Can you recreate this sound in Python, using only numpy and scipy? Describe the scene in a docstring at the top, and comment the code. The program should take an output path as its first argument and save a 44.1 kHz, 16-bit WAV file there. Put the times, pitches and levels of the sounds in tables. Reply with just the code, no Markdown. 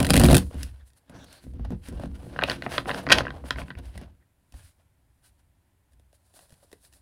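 """A thick deck of cards is riffled onto a light table, pushed together, squared by taps and handled.
Card edges slap and snap, ringing the deck; cards and fingers rub by stick-slip, and dragged edges sing.
Blows and the weight of the hands set the table top booming under the microphone.
Near the end, packets of cards drop into a hollow hand. The room is small and quiet."""
import sys
import numpy as np
from scipy import signal
from scipy.fft import rfft, irfft, next_fast_len
from scipy.io import wavfile
from scipy.ndimage import uniform_filter1d

SR = 44100
rng = np.random.default_rng(int(sys.argv[2]) if len(sys.argv) > 2 else 0)


def materialize(psi):
    """Save the field psi as 16-bit PCM at rate SR to the path in sys.argv[1].

    A 1-D psi becomes a single channel; in a 2-D psi each row is a channel.
    """
    bounded = np.clip(np.atleast_2d(psi).T, -1, 1)
    quanta = np.round(bounded * 32767).astype(np.int16)
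    wavfile.write(sys.argv[1], SR, quanta)


N = 309387

# Cards falling in the riffle. Each row: start in seconds, then crack, fizz and weight in dB.
RIFFLE_CARDS = [(.0024, -25, -26, -10), (0.0284, -29.5, -27, -22), (.047, -26.5, -33, -32),
                (0.0523, -34, -32, -23.5), (0.0668, -32, -26.5, -24), (0.0904, -35.5, -34.5, -24),
                (0.0982, -30.5, -28.5, -20), (0.1043, -14, -16, -7.5), (0.1352, -23.5, -23, -23),
                (0.1402, -19.5, -20, -10), (0.1562, -21.5, -23.5, -21.5), (.165, -21.5, -16, -14),
                (0.176, -21.5, -21, -11.5), (0.1969, -30, -19, -12), (0.2054, -29, -32, -12.5),
                (0.2141, -27, -27.5, -21.5), (0.2363, -23, -21, -2), (0.2443, -27.5, -22.5, -24),
                (0.2533, -25.5, -24.5, -15.5), (0.2618, -32, -23, -24), (0.2861, -25, -30.5, -7.5),
                (0.3008, -34, -32, -10.5), (0.3098, -25.5, -26, -9), (.315, -28, -24, -24.5),
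                (0.3289, -25.5, -19.5, -4), (0.3446, -19, -20.5, -13), (0.351, -24, -15.5, -12),
                (0.3675, -22.5, -15.5, -18), (0.3798, -29, -21, -26)]
# Card or finger sliding on card, opening with the riffle's flutter. Each row: start in seconds,
# length in seconds, rising share of the length, then rub, rasp and hiss in dB.
RUB_STROKES = [(0.0, 0.077, 0.073, -29, -47, -45.5), (0.076, 0.36, 0.64, -37.5, -35.5, -36.5),
               (0.499, 0.13, 0.18, -52.5, -59.5, -65), (0.548, 0.18, 0.34, -61.5, -53.5, -54.5),
               (0.723, 0.15, 0.13, -71.5, -72, -76.5), (0.848, 0.063, 0.46, -80, -74.5, -64),
               (0.956, 0.046, 0.42, -72, -67.5, -62.5), (1.088, 0.077, 0.22, -57, -69, -74),
               (1.131, 0.17, 0.19, -56.5, -60.5, -69), (1.246, 0.17, 0.63, -61.5, -59.5, -60.5),
               (1.399, 0.085, 0.41, -79, -64.5, -63), (1.436, 0.14, 0.39, -73.5, -73, -73),
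               (1.645, 0.018, 0.35, -39.5, -49, -69), (1.689, 0.079, 0.33, -51.5, -65, -74),
               (1.816, 0.1, 0.6, -63, -53, -55), (1.904, 0.099, 0.51, -51.5, -60.5, -66),
               (1.964, 0.13, 0.52, -53, -58.5, -64.5), (2.054, 0.54, 0.28, -60.5, -69, -68.5),
               (2.139, 0.033, 0.58, -65, -53, -62.5), (2.203, 0.24, 0.22, -72, -68, -65.5),
               (2.402, 0.053, 0.64, -29.5, -58, -73), (2.45, 0.13, 0.47, -41, -37.5, -48.5),
               (2.562, 0.083, 0.23, -67, -60.5, -78), (2.626, 0.037, 0.65, -42.5, -45.5, -59),
               (2.686, 0.14, 0.37, -39, -38.5, -46), (2.861, 0.069, 0.37, -33, -44.5, -48),
               (2.907, 0.12, 0.61, -38.5, -44.5, -50), (3.024, 0.026, 0.45, -47, -66, -56),
               (3.104, .12, 0.68, -30, -33, -48.5), (3.22, 0.034, 0.52, -52, -76, -100),
               (3.295, 0.13, 0.52, -48, -64.5, -68.5), (3.436, 0.068, 0.73, -50, -52.5, -53),
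               (3.5, 0.046, 0.17, -48, -45, -58), (3.564, 0.079, 0.39, -42, -48, -53),
               (3.631, 0.1, 0.51, -62, -70, -67), (3.766, 0.042, 0.59, -51, -55, -67),
               (3.807, 0.18, 0.33, -64.5, -64.5, -66), (3.935, 0.065, 0.36, -60.5, -55.5, -64.5),
               (3.98, 0.09, 0.59, -53.5, -56.5, -71), (4.059, 0.05, 0.38, -62.5, -86, -85),
               (4.526, .11, 0.49, -67, -61, -60), (4.588, 0.15, 0.44, -79, -65, -61),
               (4.779, 0.06, 0.53, -72, -73.5, -78), (5.221, .092, 0.43, -78, -68, -62),
               (5.376, 0.044, 0.49, -78, -73, -73), (5.909, 0.042, 0.56, -83, -82.5, -74.5),
               (6.098, 1, 0.41, -80.5, -84, -71), (6.132, 0.044, 0.42, -83.5, -74.5, -65),
               (6.237, 0.051, 0.64, -78, -80, -70.5), (6.33, 0.083, 0.39, -67, -66, -55.5),
               (6.388, 0.098, 0.24, -68, -73, -60.5), (6.508, 0.046, .4, -70, -73, -63.5),
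               (6.611, 0.054, .48, -65, -77, -63), (6.72, .064, 0.29, -74.5, -75.5, -76),
               (6.799, 0.099, 0.52, -75, -71, -59), (6.914, 0.1, 0.27, -74.5, -73, -61)]
# Hands on the table, in three spans: riffle, squaring, handling.
# Each row: time in seconds, sway in dB, boom in dB.
HAND_LOAD_SPANS = [
    [(0.0, -28, -34), (0.19, -18, -24), (0.37, -16, -28), (.53, -42, -55), (.57, -29.5, -45),
     (0.778, -49, -71), (1.06, -75, -79)],
    [(1.15, -49.5, -46.5), (1.38, -69, -68.5), (1.47, -42.5, -49), (1.62, -33.5, -52.5), (1.77, -37, -56),
     (1.87, -54, -60), (1.92, -34.5, -42.5), (2.08, -37.5, -49), (2.3, -46, -47), (2.6, -44, -43.5),
     (3.07, -47.5, -41), (3.12, -34, -28), (3.35, -43, -47), (3.53, -45.5, -54), (3.57, -36, -56),
     (3.65, -35.5, -44.5), (3.68, -56, -61.5), (3.75, -60, -60), (3.775, -34, -52), (3.85, -47, -55),
     (3.89, -39, -58.5), (3.94, -51.5, -61), (3.98, -38, -53.5), (4.3, -75, -80.5)],
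    [(4.51, -75, -80.5), (4.55, -38, -68), (4.66, -53, -80.5), (4.75, -72, -79), (5.44, -65, -80.5),
     (5.88, -76, -82.5), (5.96, -59.5, -76), (6.2, -71.5, -85), (7.02, -68, -77)],
]
# Deck touching table and hands. Each row: start in seconds, then edge, knock and table thud in dB.
DECK_TAPS = [(0.511, -63, -41.5, -62), (0.53, -60, -74, -65), (0.5434, -53, -68, -29.5),
             (.631, -34, -70, -39), (0.9029, -66.5, -82, -77), (0.934, -66, -84, -77),
             (1.096, -55.5, -47.5, -42.5), (1.243, -54.5, -68, -70), (1.328, -49.5, -66, -62),
             (1.439, -61, -53.5, -44.5), (1.466, -75, -50, -33.5), (1.536, -67.5, -53, -53),
             (1.564, -80.5, -59, -36.5), (1.5953, -72, -41.5, -28.5), (1.6495, -59, -37.5, -37),
             (1.7052, -58.5, -36, -22), (1.7217, -61.5, -45, -24.5), (1.8855, -46.5, -49, -30.5),
             (1.9248, -61, -50, -31), (1.997, -57.5, -31.5, -29.5), (2.036, -56.5, -28.5, -28.5),
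             (2.0578, -60, -35, -31.5), (2.23, -66, -50, -36), (2.265, -66, -45, -32.5),
             (3.787, -53, -45.5, -40.5), (3.855, -59, -77, -67), (3.955, -66, -44.5, -39.5),
             (3.977, -45.5, -42.5, -49), (4.0131, -57, -43, -36.5), (4.523, -57, -65, -56),
             (4.5411, -63.5, -49.5, -48), (5.922, -75.5, -71.5, -72.5), (5.934, -70, -76.5, -66),
             (5.997, -69, -62.5, -70), (6.129, -65.5, -81, -77.5), (6.34, -65, -58.5, -69.5),
             (6.367, -74.5, -55.5, -59), (6.391, -57.5, -52.5, -58), (6.408, -66, -60.5, -70.5),
             (6.427, -74, -60, -69), (6.4948, -63.5, -74, -76), (6.5051, -62, -74, -60),
             (6.523, -62, -60, -59), (6.54, -63.5, -63.5, -71.5), (6.629, -71, -59, -76),
             (6.7161, -59, -56.5, -58.5), (6.7286, -50.5, -52, -57), (6.849, -58.5, -71, -74),
             (6.9267, -61, -65.5, -76.5), (6.936, -60, -67.5, -73)]
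# Edge dragged along edge. Each row: start in seconds, length in seconds, level in dB, pitch in Hz.
EDGE_SCRAPES = [(.793, 0.039, -69, 1804), (0.792, 0.038, -72, 3570), (1.068, 0.027, -73.5, 1800),
                (1.069, 0.029, -74.5, 3600), (1.101, 0.15, -61.5, 1620), (1.136, 0.13, -66, 5800),
                (1.194, 0.063, -59.5, 3620), (1.255, 0.155, -62.5, 4240), (1.278, .11, -79, 1810),
                (4.201, .04, -74, 1803)]
# Edges snapping into place. Each row: start in seconds, then crack, snap and knock in dB.
EDGE_SNAPS = [(2.362, -66, -28.5, -32.5), (2.39, -42, -14, -23.5), (2.413, -43, -25, -36),
              (2.421, -42, -15, -61), (2.4271, -49, -26, -22), (2.4365, -17, -16, -19.5),
              (2.4856, -44, -22.5, -26.5), (2.498, -21, -21, -28.5), (2.508, -37, -31, -36),
              (2.516, -27, -24, -35), (2.6222, -32, -30, -35), (2.6635, -65, -20, -24.5),
              (2.7804, -24, -9, -21), (2.8569, -63, -29, -33), (2.8931, -39, -15.5, -37),
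              (2.9041, -54, -19, -28), (2.9131, -36, -17, -30), (2.9453, -34, -25.5, -32),
              (3.0665, -39.5, -21, -30), (3.074, -60, -31.5, -25), (3.0887, -39, -19.5, -38.5),
              (3.0979, -28.5, -17.5, -30), (3.1035, -22.5, -10, -19), (3.1083, -27.5, -9.5, -22.5),
              (3.1158, -20, -10.5, -17.5), (3.119, -11.5, -10, -24), (3.1211, -4, -11, -11.5),
              (3.1249, -3.5, -5.5, -17), (3.1307, -12, -18, -23.5), (3.1844, -17.5, -16, -24),
              (3.2064, -55, -16, -20.5), (3.252, -60, -26, -30), (3.268, -60, -19.5, -36),
              (3.281, -67, -24, -51), (3.291, -60, -40, -56), (3.305, -44, -26.5, -35.5),
              (3.44, -75, -45, -38), (3.5069, -21.5, -16, -31), (3.559, -56, -28.5, -40.5),
              (3.5845, -53, -24.5, -34), (3.6168, -54, -29, -40), (3.682, -59, -36.5, -59),
              (3.704, -51, -26, -43), (3.7131, -64, -33, -59), (3.752, -64, -36.5, -59)]
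# Packets dropping into the hand. Each row: start in seconds, peak in dB, pitch in Hz.
PALM_PATS = [(6.131, -52.5, 605), (6.345, -54, 594), (6.37, -49.5, 652), (6.41, -60, 568),
             (6.432, -60, 599), (6.505, -53, 598), (6.525, -43.5, 127.3), (6.63, -50.5, 570),
             (6.646, -53, 495), (6.731, -37.5, 435), (6.733, -64, 723), (6.755, -55, 448)]

# Modes of the deck and of the table top (low sway, higher boom).
# Each row: frequency in Hz, relative gain in dB, T60 in seconds.
CARD_DECK_MODES = [(1022, -6, 0.036), (1545, 6, 0.013), (1958, 4, 0.01), (2496, 2, 0.011),
                   (2915, 2.5, 0.0087), (3260, 3.5, 0.0083), (3960, 6.5, 0.0035), (4705, 3.5, 0.0039)]
TABLE_SWAY_MODES = [(33.2, -18, 0.36), (46.7, -8.5, .2), (62.8, 1.5, 0.18), (89, 0, 0.073)]
TABLE_BOOM_MODES = [(121.04, 0, 0.1), (143.4, -2.5, 0.19), (187.5, -4.5, 0.27), (229.2, -3.5, 0.16),
                    (274, 0.5, 0.14), (352.5, -4.5, 0.13), (482.5, -9, 0.19)]
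# Spectra of card rub, card hiss, and room and microphone noise.
# Each row: frequency in Hz, relative density in dB.
RUB_SPECTRUM = [(210, -31), (350, -7), (578, 4), (1190, -6), (1310, -8.5), (1500, -3.5), (1650, -6),
                (2030, -10.5), (2540, -11), (2940, -9.5), (3610, -14), (4790, -16.5), (6500, -24.5),
                (8450, -49.5), (14300, -120)]
HISS_SPECTRUM = [(2500, -23.5), (4000, -4.5), (6300, -9.5), (7600, -6), (10000, 1), (11500, -9.5),
                 (13700, -9.5), (15800, -16), (16400, -24.5)]
FLOOR_SPECTRUM = [(12, -42), (20, -4.5), (32, -21.5), (86, -2), (173, -17.5), (426, -25), (463, -37),
                  (548, -24.5), (667, -25), (1020, -26.5), (1140, -32), (1780, -29.5), (2230, -33),
                  (6000, -41.5), (10000, -35.5), (15000, -41), (16300, -47)]


def from_db(db):
    """Decibels to amplitude."""
    return 10 ** (np.asarray(db) / 20)


def unit_rms(x):
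    """Scale to rms 1."""
    return x / np.sqrt(np.mean(x ** 2) + 1e-20)


def unit_onset(x):
    """Scale to rms 1 over the first 2 ms."""
    return x / np.sqrt(np.mean(x[:SR // 500] ** 2))


def unit_peak(x):
    """Scale to peak 1."""
    return x / np.abs(x).max()


def band(x, low_hz, high_hz):
    """Band-pass with a steep top, scaled to peak 1."""
    x = signal.sosfilt(signal.butter(2, low_hz, "high", fs=SR, output="sos"), x)
    return unit_peak(signal.sosfilt(signal.butter(4, high_hz, fs=SR, output="sos"), x))


def colour(x, spectrum):
    """Filter by a spectrum, -120 dB outside it."""
    hz, db = np.transpose(spectrum)
    bins_hz = np.arange(len(x) // 2 + 1) * SR / len(x) + 1e-3
    gain = from_db(np.interp(np.log(bins_hz), np.log(hz), db, -120, -120))
    return irfft(rfft(x) * gain, len(x))


def ring(force, hz, t60_s):
    """One mode: a unit impulse starts a decaying sine of height 1."""
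    r, w = from_db(-60 / (t60_s * SR)), 2 * np.pi * hz / SR
    return signal.lfilter([0, np.sin(w)], [1, -2 * r * np.cos(w), r * r], force + 1e-18)


def body(force, modes, spread_db=0):
    """Modes under one force, with alternating signs and randomly spread gains."""
    offsets_db = rng.normal(0, spread_db, len(modes))
    return sum((-1) ** k * from_db(db + offsets_db[k]) * ring(force, hz, t60_s)
               for k, (hz, db, t60_s) in enumerate(modes))


def grit(ticks_per_s, spread_db, smooth):
    """Stick-slip: uneven random ticks over a share of smooth noise."""
    sizes = from_db(spread_db * np.minimum(rng.exponential(1, N), 5)) * rng.choice([-1, 1], N)
    ticks = unit_rms(sizes * (rng.random(N) < ticks_per_s / SR))
    return unit_rms(ticks + smooth * rng.standard_normal(N))


def drift(corner_hz):
    """Low-passed random wander of spread 1."""
    hop, settle = 20, 2000
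    r = np.exp(-2 * np.pi * corner_hz * hop / SR)
    noise = rng.standard_normal(N // hop + settle + 2)
    slow = signal.lfilter([1], [1, -2 * r, r * r], noise)[settle:]
    return np.interp(np.arange(N) / hop, np.arange(len(slow)), unit_rms(slow - slow.mean()))


def smear(gain, span_s):
    """Spread an envelope's power both ways in time."""
    width = round(span_s * SR)
    return np.sqrt(np.abs(uniform_filter1d(uniform_filter1d(gain ** 2, width), width)))


def blows(rows, tick, modes_db, t60_s, snap_hz, knock_hz, crack_hz,
          knock_t60_ratio=1, fizz_t60_ratio=1):
    """A tick and dying noise drive the deck; edges fizz, the table thuds. Returns air and table."""
    size = 6000
    rebound_s, rebound_share, shove_s = 0.002183, 0.22, 0.0022
    t = np.arange(size) / SR
    decay_db = -60 * t / t60_s
    shove = np.sin(np.pi * np.minimum(t / shove_s, 1))
    fade = np.cos(np.pi / 2 * t / t[-1])
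    air, table = np.zeros((2, N + size))
    for start_s, snap_db, crack_db, knock_db, fizz_db, thud_db in rows:
        edge_noise, knock_noise, fizz_noise = rng.standard_normal((3, size))
        force = edge_noise * from_db(decay_db)
        force[0] += tick
        force[round(rebound_s * SR)] += rebound_share * tick  # the edge springs back and touches again
        deck = force + from_db(modes_db) * body(force, CARD_DECK_MODES, spread_db=4)
        snap = from_db(snap_db) * band(deck, *snap_hz)
        crack = from_db(crack_db) * unit_onset(band(deck, *crack_hz))

        push = knock_noise * from_db(decay_db / knock_t60_ratio)
        push[0] += tick
        hollow = 0.032 * ring(push, hz=740, t60_s=0.0088)  # air between the cards
        knock = from_db(knock_db) * unit_onset(band(push + hollow, *knock_hz))
        hiss = colour(fizz_noise, HISS_SPECTRUM) * from_db(decay_db / fizz_t60_ratio)
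        fizz = from_db(fizz_db) * unit_onset(hiss)

        jump = band(shove, 99, 800)  # the table top jumps once, then rings
        boom = unit_peak(body(shove, TABLE_BOOM_MODES, spread_db=5))
        at = round(start_s * SR)
        air[at:at + size] += snap - crack + knock + fizz
        table[at:at + size] += from_db(thud_db) * unit_peak(jump + boom) * fade
    return air[:N], table[:N]


def riffle():
    """Each falling card's edge snaps, cracks and fizzes; its weight knocks and thuds."""
    rows = [(start_s, crack_db + 1, crack_db, weight_db - 7.5, fizz_db, weight_db)
            for start_s, crack_db, fizz_db, weight_db in RIFFLE_CARDS]
    return blows(rows, tick=8.3, modes_db=-10, t60_s=0.02, knock_t60_ratio=1.4, fizz_t60_ratio=0.99,
                 snap_hz=(750, 2400), knock_hz=(300, 900), crack_hz=(2900, 6500))


def stroke_gains():
    """Rub, rasp and hiss envelopes: each stroke swells and fades, powers add."""
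    t, power = np.arange(N) / SR, np.zeros((3, N))
    for start_s, length_s, rise_share, *levels_db in RUB_STROKES:
        peak_s, end_s = start_s + rise_share * length_s, start_s + length_s
        span = slice(round(start_s * SR), round(end_s * SR))
        swell = np.interp(t[span], [start_s, peak_s, end_s], [0, 1, 0])
        power[:, span] += np.outer(from_db(levels_db), swell) ** 2
    return np.sqrt(power)


def rubbing():
    """Cards and fingers stick and slip; a faint rustle and whisper hang around the strokes."""
    rub_gain, rasp_gain, hiss_gain = stroke_gains()
    rustle_gain = from_db(-10) * smear(rub_gain, span_s=0.12)
    whisper_gain = from_db(-12.5) * smear(hiss_gain, span_s=0.19)
    slip = drift(corner_hz=47)  # shakes rub and hiss together
    rub = from_db(2.5 * slip) * colour(grit(ticks_per_s=3300, spread_db=3.5, smooth=0.93), RUB_SPECTRUM)
    hiss = from_db(0.57 * slip) * colour(grit(ticks_per_s=270, spread_db=1.5, smooth=3), HISS_SPECTRUM)
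    low = signal.sosfiltfilt(signal.butter(3, 1250, fs=SR, output="sos"), rub)
    return (rub_gain * unit_rms(low) + rasp_gain * unit_rms(rub - low) + rustle_gain * unit_rms(rub)
            + np.hypot(hiss_gain, whisper_gain) * unit_rms(hiss))


def hand_weight():
    """The uneven weight of the hands makes the table top sway and boom."""
    t = np.arange(N) / SR
    times_s, sway_db, boom_db = np.vstack(HAND_LOAD_SPANS).T
    sway = unit_rms(body(rng.standard_normal(N), TABLE_SWAY_MODES))
    boom = unit_rms(body(grit(ticks_per_s=300, spread_db=2.5, smooth=0.8), TABLE_BOOM_MODES))
    return from_db(np.interp(t, times_s, sway_db)) * sway + from_db(np.interp(t, times_s, boom_db)) * boom


def taps():
    """Soft blows of the deck on table and hands, with as much fizz as crack."""
    rows = [(start_s, (edge_db + knock_db) / 2 - 1, edge_db, knock_db, edge_db, thud_db)
            for start_s, edge_db, knock_db, thud_db in DECK_TAPS]
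    return blows(rows, tick=11.3, modes_db=-28, t60_s=0.025,
                 snap_hz=(1300, 2200), knock_hz=(270, 950), crack_hz=(2600, 6500))


def scrapes(t60_cycles=18):
    """Grit rings one narrow resonance of a card while its edge is dragged."""
    t, out = np.arange(N) / SR, np.zeros(N)
    friction = grit(ticks_per_s=4000, spread_db=2.5, smooth=1.5)
    for start_s, length_s, level_db, hz in EDGE_SCRAPES:
        end_s = start_s + length_s
        gate = np.interp(t, [start_s, start_s + 0.011, end_s - 0.012, end_s], [0, 1, 1, 0])
        out += from_db(level_db) * gate * unit_rms(ring(friction, hz, t60_cycles / hz))
    return out


def snaps():
    """Edges snap into place, hard and dry, as the halves are pushed together."""
    rows = []
    for start_s, crack_db, snap_db, knock_db in EDGE_SNAPS:
        fizz_db = 1.2 * crack_db - 15.5  # grows faster than the crack
        thud_db = 0.36 * knock_db - 21.5  # the table takes a share of the knock
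        rows.append((start_s, snap_db, crack_db, knock_db, fizz_db, thud_db))
    return blows(rows, tick=13, modes_db=-12, t60_s=0.016, knock_t60_ratio=1.7, fizz_t60_ratio=0.74,
                 snap_hz=(900, 2250), knock_hz=(300, 1150), crack_hz=(2800, 5600))


def pats(push_cycles=0.29):
    """A dropping packet's soft push of air rings the hollow of the hand."""
    t, out = np.arange(N // 20) / SR, np.zeros(N)
    for start_s, peak_db, hz in PALM_PATS:
        push = np.sin(np.pi * np.minimum(t * hz / push_cycles, 1))
        hollow = unit_peak(ring(push, hz, t60_s=0.022))
        at = round(start_s * SR)
        out[at:at + len(t)] += from_db(peak_db) * hollow[:N - at]
    return out


def room(x, t60_s=0.12, wall_cut_hz=26000):
    """Wall reflections: eight feedback delays, duller on every round."""
    size = next_fast_len(N + SR)
    hz = np.arange(size // 2 + 1) * SR / size
    wall = 1 / (1 + 1j * hz / wall_cut_hz)
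    loops = [from_db(-60 * lag_s / t60_s) * wall * np.exp(-2j * np.pi * hz * lag_s)
             for lag_s in (.0071, .0097, .0127, .0163, .0191, .0233, .0277, .0311)]
    response = sum((-1) ** k * loop / (1 - loop) for k, loop in enumerate(loops))
    return irfft(rfft(x, size) * response, size)[:N]


def scene():
    """Mono mix of airborne sound, its reflections, the table top and the noise floor."""
    air, table = np.sum([riffle(), snaps(), taps()], axis=0)
    air += rubbing()
    table += hand_weight()
    air += scrapes() + pats()
    floor = from_db(-68.5) * unit_rms(colour(rng.standard_normal(N), FLOOR_SPECTRUM))
    return (air + from_db(-17.5) * room(air) + table + floor)[None]


def record(dry):
    """Soft clip, then a steep low-pass."""
    ceiling, stop_hz = 0.95, 16500
    rounded = ceiling * np.tanh(dry / ceiling)
    return signal.sosfilt(signal.cheby2(14, 50, stop_hz, fs=SR, output="sos"), rounded)


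dry = scene()
out = record(dry)
materialize(out)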